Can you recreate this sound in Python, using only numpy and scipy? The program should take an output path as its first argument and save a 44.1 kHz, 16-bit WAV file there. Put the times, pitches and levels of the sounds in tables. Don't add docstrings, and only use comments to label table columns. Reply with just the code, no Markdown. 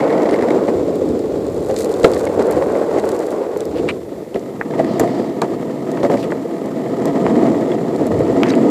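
import sys
import numpy as np
from scipy import signal
from scipy.fft import rfft, irfft, next_fast_len
from scipy.io import wavfile
from scipy.ndimage import uniform_filter1d

SR = 44100
rng = np.random.default_rng(int(sys.argv[2]) if len(sys.argv) > 2 else 0)


def unload_audio(sound):
    columns = np.transpose(np.atleast_2d(sound))
    steps = np.round(np.clip(columns, -1, 1) * 32767)
    wavfile.write(sys.argv[1], SR, steps.astype(np.int16))


N = 383669

# (t/s, shaking level/dB before each layer's share,
# deck ring level/dB before a common cut, ring f/Hz, hold/s)
BUMPS = [(0.218, -11, -8, 314, 0.0049), (0.32, -20.5, -7.5, 310, 0.015), (0.419, -17, -12, 299, 0.017),
         (0.541, -21, -13, 316, .005), (0.679, -11.5, -25, 507, 0.0075), (1.694, -14.5, -7, 542, 0.0073),
         (1.892, -27, -5.5, 442, 0.0057), (2.027, -25, -12, 500, .004), (2.034, -15, -4.5, 548, 0.0048),
         (2.0445, -5.5, -2, 522, 0.011), (2.391, -12, -18, 486, 0.0083), (2.565, -13, -4.5, 500, 0.0085),
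         (2.938, -16, -30, 487, 0.05), (4.347, -22, -11, 392, 0.022), (4.793, -18, -6.5, 654, 0.0088),
         (5.006, -10, -31, 680, 0.0073), (5.03, -19, -11.5, 699, 0.02), (5.415, -17, -14.5, 690, 0.031),
         (5.5, -31, -15.5, 413, 0.031), (6.034, -12.5, -7, 566, 0.021), (6.098, -15.5, -11, 569, 0.055),
         (7.047, -18, -21, 396, 0.041), (7.416, -24, -13, 290, 0.025)]
# (f/Hz, level/dB per Hz)
STONE_TONE = [(1500, -4.5), (3000, -8.5), (4200, 0.5), (5500, -5), (7400, 1), (9500, -5), (12000, -9.5),
              (15000, -13)]
# (f/Hz, level/dB per Hz)
HARDWARE_TONE = [(1500, -0.5), (1850, 9), (2150, 10), (2450, -5), (2900, -6.5), (4500, -9.5), (7500, -24),
                 (10000, -21)]


def from_db(db):
    return 10 ** (np.asarray(db) / 20)


def rms_one(x):
    return x / np.sqrt(np.mean(x ** 2) + 1e-20)


def in_time(rows):
    s, *columns = np.transpose(rows)
    return [np.interp(np.arange(N) / SR, s, c) for c in columns]


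def drift(rate_hz):
    r = np.exp(-80 * np.pi * rate_hz / SR)
    noise = rng.standard_normal(N // 40 + 2002)
    slow = signal.lfilter([1], [1, -2 * r, r * r], noise)[2000:]
    return np.interp(np.arange(N) / 40, np.arange(len(slow)), rms_one(slow))


def colour(x, spectrum, resonances=()):
    size = 2 * next_fast_len(len(x) // 2 + 2048)
    hz = np.maximum(np.arange(size // 2 + 1) * SR / size, 1)
    knots, levels = np.transpose(spectrum)
    octaves_outside = np.abs(np.log2(hz / np.clip(hz, knots.min(), knots.max())))
    db = np.interp(np.log(hz), np.log(knots), levels) - np.minimum(36 * octaves_outside, 70)
    for centre, width, peak_db in resonances:
        db = db + peak_db / (1 + (2 * (hz - centre) / width) ** 2)
    cepstrum = irfft(db * np.log(10) / 20)
    cepstrum[1:size // 2] *= 2
    cepstrum[size // 2 + 1:] = 0
    return irfft(rfft(x, size) * np.exp(rfft(cepstrum)))[:len(x)]


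def steady(x, window_s):
    power = uniform_filter1d(x ** 2, max(int(window_s * SR), 8))
    return x / np.sqrt(np.abs(power) + 1e-12)


def impacts(per_s, spread_db):
    sizes = from_db(spread_db * np.minimum(rng.exponential(1, N), 5))
    signs = rng.choice([-1, 1], N)
    return sizes * signs * (rng.random(N) < per_s / SR)


def add(track, s, sound):
    at = max(round(s * SR), 0)
    track[at:at + len(sound)] += sound[:N - at]


def hump(s, rise, fall):
    t = np.arange(N) / SR - s
    return np.exp(-.5 * (t / np.where(t < 0, rise, fall)) ** 2)


def swells(rows):
    return np.sqrt(sum((from_db(db) * hump(s, width, width)) ** 2 for s, db, width in rows))


def struck(hz, t60):
    t = np.arange(SR // 20) / SR
    ring = np.sin(2 * np.pi * hz * t) * from_db(-60 * t / t60) * (1 - np.exp(-t / 0.0015))
    return ring / np.abs(ring).max()


def wind():
    # (t/s, level/dB, width/s)
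    gust_swells = [(.72, -35.5, 0.11), (1.9, -34.5, 0.95), (3.9, -36.5, 0.2), (7.4, -36, 0.25),
                   (8.22, -28.5, 0.13)]
    draught_db = -46.5
    air = rng.standard_normal(N) * from_db(2.7 * drift(rate_hz=6.2))
    low_tone = [(22, -42), (38, -34), (55, -8.0), (85, -2.5), (120, -4.0), (170, -4.0)]
    lumps = rms_one(colour(air, low_tone))
    return np.hypot(swells(gust_swells), from_db(draught_db)) * lumps


def swish():
    # (t/s, level/dB, width/s)
    leg_swings = [(4.93, -46, 0.067), (5.15, -47.5, 0.095)]
    # (f/Hz, level/dB per Hz)
    cloth_tone = [(2800, -2), (3900, -2), (4750, 1), (6000, -10)]
    return swells(leg_swings) * rms_one(colour(rng.standard_normal(N), cloth_tone))


def squeaks():
    # (t/s, length/s, peak level/dB, start f/Hz, end f/Hz)
    chirps = [(8.5, 0.0093, -23.5, 3800, 3940), (8.515, 0.0099, -31, 4400, 4750)]
    out = np.zeros(N)
    for s, length, db, start_hz, end_hz in chirps:
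        size = int(length * SR)
        waver = 0.07 * rng.standard_normal(size)
        phase = np.cumsum(2 * np.pi * np.linspace(start_hz, end_hz, size) / SR + waver)
        add(out, s, from_db(db) * signal.windows.hann(size) * np.sin(phase))
    return out


def squawk():
    # (t/s, length/s, level/dB, slips per s)
    s, length, db, slips_per_s = (3.8845, .031, -22.5, 280)
    # (f/Hz, level/dB per Hz)
    rubber_tone = [(700, -5), (1200, 3.5), (1550, -5), (2000, 1), (2300, 8.5), (2850, 2), (3350, -15),
                   (3950, -6), (4800, -17), (5500, -23), (8000, -20), (12000, -36)]
    fade_db = -14
    out, slips = np.zeros(N), np.zeros(N)
    for at in np.cumsum(1 + .08 * rng.standard_normal(12)) / slips_per_s:
        add(slips, at, np.ones(1))
    size = int(length * SR)
    rasp = colour(slips[:size] + from_db(-18) * rng.standard_normal(size), rubber_tone)
    shape = signal.windows.tukey(size, .25) * from_db(np.linspace(0, fade_db, size))
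    add(out, s, from_db(db) * rms_one(rasp * shape))
    return out


def scuffs():
    # (t/s, length/s, level/dB before the soft ends, pitch f/Hz, squeak level/dB)
    rubs = [(3.744, 0.071, -40.5, 3200, -3), (3.879, 0.005, -24, 900, -6), (4.341, 0.0062, -36, 3000, 2),
            (6.161, 0.073, -42.5, 5500, -3), (6.222, 0.029, -35, 3200, -4.5), (8.435, 0.11, -31.5, 1820, 3),
            (8.487, 0.03, -35, 4940, 9)]
    out = np.zeros(N)
    for s, length, db, hz, squeak_db in rubs:
        size = int(length * SR)
        catches = rng.standard_normal(size) * (rng.random(size) < 2500 / SR)
        peaks = [(hz * ratio, hz / 8, squeak_db) for ratio in (1, 1.21, 1.65)]
        rub_tone = [(hz / 4.6, -6), (hz, 0), (hz * 1.55, -8), (hz * 2.0, -17), (hz * 4, -22)]
        rub = rms_one(colour(catches, rub_tone, peaks))
        add(out, s, from_db(db) * rub * signal.windows.tukey(size, .6))
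    return out


def ping():
    # (f/Hz, level/dB, time to fall 60 dB/s)
    metal_modes = [(1600, -28.5, .006), (2100, -32, 0.049), (2720, -35, .016), (3380, -29, 0.02)]
    out = np.zeros(N)
    add(out, 7.717, sum(from_db(db) * struck(hz, t60) for hz, db, t60 in metal_modes))
    return out


def pebbles():
    # (t/s, peak level/dB before the common gain, treble lift/dB before a common cut)
    snaps = [(0.232, -27, -6), (0.31, -18, -13), (0.672, -25, -19), (.956, -24, 4), (1.089, -25, -5),
             (1.1923, -24, 3), (1.466, -25, -3), (1.481, -29, 2), (1.7105, -20, -4), (1.764, -11, -16),
             (1.7878, -23, 1), (1.802, -27, 1), (1.807, -12, 5), (1.94, -17, -9), (2.032, -13, -20),
             (2.043, -8, -8), (2.136, -14.5, -19), (2.21, -26, -6), (2.424, -18, 2), (2.51, -15.5, 22),
             (2.515, -23, -8), (2.523, -19, -6), (2.984, -23, -8), (2.997, -19, -4), (3.0908, -13, 10),
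             (3.306, -21, 14), (3.572, -22, 21), (3.606, -13, -5), (3.654, -19, 15), (4.3944, -26, -3),
             (4.9964, -5, 13), (5.001, -11.5, 12), (5.4177, -7.5, -4.5), (5.916, -19.5, 3),
             (6.033, -16, -20), (6.1135, -24, 8), (6.129, -28, 8), (6.315, -26, 6), (6.659, -26, 6),
             (7.056, -12, 13.5), (7.265, -23, -19), (7.608, -29, 10), (7.962, -20, 1), (8.0678, -20, 10),
             (8.1913, -24, 3), (8.468, -20, -15), (8.487, -17, -17), (8.553, -18, -15)]
    common_gain_db, treble_cut_db = -5, 7.0
    t, out = np.arange(SR // 25) / SR, np.zeros(N)
    for s, db, top_db in snaps:
        fading = np.exp(-t / 0.00091) + from_db(-13.0) * np.exp(-t / 0.0054)
        crack = rng.standard_normal(len(t)) * fading
        crack = colour(crack, STONE_TONE, [(12800, 8600, top_db - treble_cut_db)])
        add(out, s, from_db(db + common_gain_db) * crack / np.abs(crack).max())
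    return out


def grit():
    # (t/s, level/dB, width/s)
    sideways_slips = [(1.805, -33, 0.029), (1.88, -44.5, 0.26), (2.18, -41.5, 0.09), (2.6, -50, 0.39),
                      (3.16, -44.5, 0.12), (3.6, -59, .04)]
    loose_grit_db = -72
    cracks = impacts(per_s=1000, spread_db=3.8) * from_db(4.0 * drift(rate_hz=90))
    level = np.hypot(swells(sideways_slips), from_db(loose_grit_db))
    return level * steady(colour(cracks, STONE_TONE), .09)


def knocks():
    # (t/s, tock level/dB, deck thump peak level/dB)
    proud_stones = [(.045, -26, -14), (.159, -35, -9), (.253, -27, -8), (.289, -14, -20), (.421, -28, -16),
                    (0.504, -16, -25), (0.747, -33, -13), (0.785, -32, -14), (.882, -32, -9.5),
                    (.938, -38, -13), (1.017, -26, -6.5), (1.394, -36, -13), (1.996, -25, -24),
                    (2.267, -16, -16), (2.333, -32, -24), (2.393, -23, -18), (2.418, -14.5, -24),
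                    (2.476, -22, -10.5), (2.501, -16, -8), (2.533, -15, -20), (2.624, -11.5, -10),
                    (2.661, -19, -17), (2.753, -15, -6), (2.912, -16.5, -28), (2.974, -16, -22),
                    (3.04, -14, -12), (3.416, -20, -12), (3.562, -18, -8.5), (4.737, -17.5, -23),
                    (4.778, -28, -16), (4.807, -20, -16), (4.876, -25, -19), (6.099, -13, -8),
                    (6.14, -12, -21), (6.321, -16, -17), (6.453, -33, -14.5), (6.873, -34, -17),
                    (7.43, -22, -13), (8.01, -28, -7.5), (8.105, -35, -11), (8.205, -18, -3),
                    (8.46, -16, -28)]
    tock_hz, tock_scatter = 886, 0.045
    buzz_db = -13.5
    t, out = np.arange(SR // 20) / SR, np.zeros(N)
    spurt = (1 - np.exp(-t / 0.0014)) * np.exp(-t / 0.0021)
    for s, db, thump_db in proud_stones:
        hz = tock_hz * np.exp(tock_scatter * rng.standard_normal())
        tock = struck(hz, t60=0.0093) + from_db(-4.5) * struck(hz * 1.68, t60=0.002)
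        buzz = spurt * rms_one(colour(rng.standard_normal(len(t)), HARDWARE_TONE))
        add(out, s, from_db(db) * (tock + from_db(buzz_db) * buzz))
        thump_hz = 490 * np.exp(0.12 * rng.standard_normal())
        add(out, s + 0.0012, from_db(thump_db) * struck(thump_hz, t60=0.027))
    return out


def shakes():
    # (t/s, level/dB, length/s)
    hard_shakes = [(.002, -31, 0.01), (0.027, -37, 0.0093), (.038, -32.5, 0.01), (0.073, -36, 0.015),
                   (0.096, -33.5, .014), (0.122, -33.5, 0.015), (0.176, -31.5, 0.0095), (0.185, -40, .007),
                   (0.21, -31, 0.0064), (0.227, -30, 0.0088), (.254, -30, .007), (0.288, -31, 0.01),
                   (0.303, -41, 0.0057), (0.326, -33, 0.008), (0.335, -30, 0.012), (0.353, -31, 0.012),
                   (0.387, -32, .008), (0.407, -29, 0.0066), (0.42, -30, 0.0079), (0.484, -30, 0.0065),
                   (0.502, -27.5, 0.006), (0.516, -37, .006), (0.678, -36, 0.01), (2.16, -34, 0.0096),
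                   (2.269, -31, 0.0085), (2.509, -35, 0.012), (2.575, -47, .01), (2.91, -39, 0.0053),
                   (2.983, -31.5, 0.0072), (4.356, -35.5, 0.0083), (4.707, -38, 0.0093), (4.735, -46, .007),
                   (4.788, -31, 0.0078), (4.843, -31, .005), (5.035, -44, .012), (5.075, -25.5, 0.0036),
                   (5.97, -32, .005), (6.029, -28, 0.005), (6.047, -29.5, .006), (6.117, -35, .006),
                   (6.139, -34, .005), (6.171, -32, .005)]
    edge_s, treble_lift_db = 0.001, 4.5
    touches_per_s = 740
    t, out = np.arange(SR // 25) / SR, np.zeros(N)
    for s, db, length in hard_shakes:
        shape = (1 - np.exp(-t / edge_s)) * np.exp(-np.maximum(t - length, 0) / edge_s)
        touches = rng.choice([-1, 1], len(t)) * (rng.random(len(t)) < touches_per_s / SR)
        chatter = colour(touches, HARDWARE_TONE, [(7050, 5000, treble_lift_db)])
        add(out, s, from_db(db) * shape * rms_one(chatter))
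    return out


def rattle():
    # (t/s, level/dB)
    buzz_level = [(0, -42), (.42, -51), (.72, -55), (1.2, -60), (8.7, -52)]
    spurts_per_s, spurt_decay_s, between_spurts_db = 30, 0.0039, -16
    rattle_db, = in_time(buzz_level)
    t, shaking = np.arange(SR // 20) / SR, np.full(N, from_db(between_spurts_db))
    for s in np.cumsum(rng.uniform(.3, 1.7, size=1000)) / spurts_per_s:
        if s < N / SR - t[-1]:
            add(shaking, s, (1 - np.exp(-t / 0.0007)) * np.exp(-t / spurt_decay_s))
    buzz = impacts(per_s=1500, spread_db=2.5) * shaking * from_db(2 * drift(rate_hz=70))
    return from_db(rattle_db) * steady(colour(buzz, HARDWARE_TONE), .15)


def clacks():
    # (t/s, level/dB, pitch f/Hz, time to fall 60 dB/s of the lowest mode,
    # brightness/dB per octave, clatter level/dB, top edge f/Hz)
    contacts = [(2.0438, -15, 2050, 0.007, -4, 0, 4800), (2.0455, 12, 444, 0.026, -37, -20, 3400),
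                (4.3612, -6, 457, 0.011, -14.5, -29, 2340), (4.6124, -2, 1680, 0.0018, -22, -17, 2270),
                (4.799, -8, 700, 0.015, -11, -16, 2400), (4.997, -6, 740, 0.0036, -1, -4.5, 2100),
                (5.0139, -1.5, 400, 0.012, -17, -22, 2000), (5.4198, -5.5, 966, 0.011, -13, -6, 2500),
                (5.9735, -19, 1600, .003, -14, -8, 2400), (6.032, -9, 605, 0.0091, -9.5, -10, 2600),
                (6.3203, -14.5, 1840, 0.004, -27, -10, 2180), (7.2648, -6, 860, 0.0044, -5.5, -17, 3220),
                (8.4328, -6, 907, 0.0053, 2.5, -5.5, 3700), (8.5366, -8.5, 2020, 0.00083, -3, -12.5, 3130)]
    # (ratio to the pitch, level/dB before the brightness)
    ring_modes = [(1, -0.5), (1.72, -9.5), (2.5, -4), (3.6, -8)]
    crack_db, crack_decay_s = -5.5, 0.00067
    t, out = np.arange(SR // 20) / SR, np.zeros(N)
    for s, db, hz, t60, bright_db, clatter_db, top_hz in contacts:
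        ring = 0
        for k, (ratio, mode_db) in enumerate(ring_modes):
            mode_gain = (-1) ** k * from_db(mode_db + bright_db * np.log2(ratio))
            ring = ring + mode_gain * struck(hz * ratio, t60 / np.sqrt(ratio))
        crack = from_db(crack_db) * rng.standard_normal(len(t)) * np.exp(-t / crack_decay_s)
        clatter_top_db = -6.5 + 2 * min(bright_db - 7, 0)
        clatter_tone = [(hz / 5.6, -2), (hz, 0), (hz * 1.37, -4), (hz * 4, clatter_top_db)]
        clatter = rms_one(colour(rng.standard_normal(len(t)), clatter_tone))
        clatter *= (1 - np.exp(-t / 0.00023)) * np.exp(-t / 0.0067)
        softness = signal.butter(6, top_hz, fs=SR, output="sos")
        contact = crack + ring + from_db(clatter_db) * clatter
        add(out, s, from_db(db) * signal.sosfilt(softness, contact))
    return out


def jolt_shape(hold):
    t, decay_s = np.arange(SR // 4) / SR, 0.018
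    return (1 - np.exp(-t / 0.00077)) * np.exp(-np.maximum(t - hold, 0) / decay_s)


def deck_ring():
    common_cut_db = 4.5
    out = np.zeros(N)
    for s, _, db, hz, hold in BUMPS:
        shape = jolt_shape(hold)
        phase = np.cumsum(2 * np.pi * hz / SR + 0.028 * rng.standard_normal(len(shape)))
        add(out, s, from_db(db - common_cut_db) * shape * np.sin(phase))
    return out


def boom():
    # (t/s, level/dB, width/s)
    heavy_loads = [(.5, -22, 0.12), (1.12, -20, 0.064), (4.85, -17.5, 0.037), (7.34, -17, 0.051),
                   (7.48, -18.5, 0.076), (8.44, -18, 0.052), (8.63, -13, 0.08)]
    hz, skirt_db = 286, -18.5
    note = [(hz / np.sqrt(2), skirt_db), (hz / 1.26, 0), (hz * 1.13, 0), (hz * np.sqrt(2), skirt_db)]
    return swells(heavy_loads) * steady(colour(rng.standard_normal(N), note), .04)


def jolt_gains():
    layer_shares = [-2, -5, -17, -29.5]
    shaking = np.zeros(N)
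    for s, db, _, _, hold in BUMPS:
        add(shaking, s, from_db(db) * jolt_shape(hold))
    return [from_db(share_db) * shaking for share_db in layer_shares]


def ride():
    # (t/s, rumble level/dB before a common trim,
    # coarseness/dB: upper roar against rumble)
    carve = [(0, -15.5, -5.5), (0.3, -14, -6.5), (0.6, -13, -9.5), (0.8, -14.5, -15), (1.2, -17.5, -16.5),
             (1.58, -17, -14), (1.98, -17.5, -10.5), (2.12, -15, -9.5), (2.55, -16.5, -7),
             (3.0, -16.5, -8.5), (3.48, -21, -8), (3.85, -16, -16), (4.05, -26, -14.5), (4.3, -27, -13.5),
             (4.55, -26, -12)]
    # (t/s of the crest, lasting gain/dB, surge/dB, rise/s, fall/s)
    foot_pushes = [(4.79, 4.5, 6, 0.066, 0.4), (6.07, 1.5, 4, 0.17, 0.14), (7.4, 3.5, 5, 0.36, 0.17),
                   (8.3, 2.5, 2, 0.35, 0.9)]
    lead_s, speed_rise_s = 0.095, 0.35
    straight_coarse_db, coarse_per_surge_db = -12.5, 0.32
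    patchy_db, patches_hz = 1.13, 6.4
    t = np.arange(N) / SR
    rumble_db, coarse_db = in_time(carve)
    coarse_db = np.where(t < carve[-1][0], coarse_db, straight_coarse_db)
    for s, gain_db, surge_db, rise, fall in foot_pushes:
        surge = surge_db * hump(s, rise, fall)
        speed_up = (1 + np.tanh((t - s + lead_s) / speed_rise_s)) / 2
        rumble_db = rumble_db + surge + gain_db * speed_up
        coarse_db = coarse_db + coarse_per_surge_db * surge
    rumble_db = rumble_db + patchy_db * drift(patches_hz)
    return rumble_db, rumble_db + coarse_db


def rolling(rumble_db, upper_db):
    # (t/s, angle/radians from side-on towards end-on)
    board_heading = [(0, 0.34), (.6, 0.29), (1.0, 0.19), (1.7, 0.11), (3.6, 0.027), (4.0, 0.41),
                     (4.6, 1.45), (8.7, 1.3)]
    # (f/Hz, level/dB per Hz)
    deck_side = [(53, -42.5), (90, -23), (134, -24), (200, -9.5), (251, -8), (291, -2.5), (433, 2),
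                 (534, -1), (883, -19.5), (1100, -28), (1430, -40), (2420, -120)]
    deck_rear = [(41, -63), (70, -37), (115, -7), (267, 3.5), (390, 2.5), (437, -1.5), (474, 2.5),
                 (557, 0.5), (604, 2), (670, 2.5), (752, -14.5), (854, -15), (1100, -20.5), (1430, -45.5),
                 (2420, -120)]
    # (f/Hz, width/Hz, lift or dip/dB)
    deck_resonances = [(271, 350, 0.5), (580, 128, -10), (705, 68, 2), (770, 22, -2)]
    # (f/Hz, level/dB per Hz)
    wheels_side = [(440, -21), (750, -8.5), (821, -3.5), (939, -10), (1130, -8), (1250, -14), (1480, -14.5),
                   (1720, -20), (1930, -18.5), (2260, -26.5), (3200, -33.5), (4160, -99), (7040, -120)]
    wheels_rear = [(440, -15.5), (750, -1.5), (862, 1.5), (1110, -7.5), (1240, 1.5), (1420, -14),
                   (1630, -11), (1830, -6), (1930, -5), (2510, -21), (3200, -18.5), (4160, -47),
                   (7040, -120)]
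    # (f/Hz, level/dB per Hz)
    bearing_tone = [(2300, 2), (3000, -2.5), (3400, 1), (4300, 0.5), (5200, -2.5), (6200, -5), (7400, -3),
                    (9200, -10.5), (12000, -23), (15000, -22)]
    # (f/Hz, width/Hz, lift/dB)
    bearing_whistle = [(7420, 570, 4.6)]
    hollow_hz = 553
    cruise_db = -17
    rumble_trim_db, hollow_trim_db = -1.96, 1
    growl_db, growl_follows = -25.5, 0.91
    hiss_db, hiss_follows = -48, 0.71

    heading, = in_time(board_heading)
    side, rear = np.cos(heading), np.sin(heading)
    load = drift(rate_hz=44)
    road = impacts(per_s=6000, spread_db=2.0) * from_db(0.66 * load)
    tips = impacts(per_s=1800, spread_db=-1.0) * from_db(2.0 * load + 0.27 * drift(rate_hz=13))
    fine = impacts(per_s=25000, spread_db=4.5) * from_db(1.2 * load)

    deck = side * rms_one(colour(road, deck_side))
    deck = deck + rear * rms_one(colour(road, deck_rear, deck_resonances))
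    rumble = signal.sosfilt(signal.butter(5, hollow_hz, "low", fs=SR, output="sos"), deck)
    hollow = signal.sosfilt(signal.butter(5, hollow_hz, "high", fs=SR, output="sos"), deck)
    growl = side * rms_one(colour(tips, wheels_side)) + rear * rms_one(colour(tips, wheels_rear))
    hiss = colour(fine, bearing_tone, bearing_whistle)

    levels_db = (rumble_db + rumble_trim_db,
                 upper_db + hollow_trim_db,
                 growl_db + growl_follows * (upper_db - cruise_db),
                 hiss_db + hiss_follows * (rumble_db - cruise_db))
    out = 0
    for sound, db, jolt in zip((rumble, hollow, growl, hiss), levels_db, jolt_gains()):
        level = from_db(db)
        extra = np.hypot(level, jolt) - level
        out = out + level * steady(sound, .09) + extra * steady(sound, .012)
    return out


def scene():
    floor_db = -53.5
    air = wind() + from_db(floor_db) * rng.standard_normal(N)
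    rider = scuffs() + squawk() + squeaks() + swish()
    stones = grit() + pebbles() + ping() + knocks()
    board = rolling(*ride()) + boom() + deck_ring() + rattle() + shakes() + clacks()
    return (board + stones + rider + air)[None]


def record(dry):
    bass_cut = signal.butter(2, 44.5, "high", fs=SR, output="sos")
    top_cut = signal.ellip(10, .1, 70, 14700, fs=SR, output="sos")
    thinned = signal.sosfilt(bass_cut, dry)
    return signal.sosfilt(top_cut, np.clip(thinned, -1, 1))


dry = scene()
out = record(dry)
unload_audio(out)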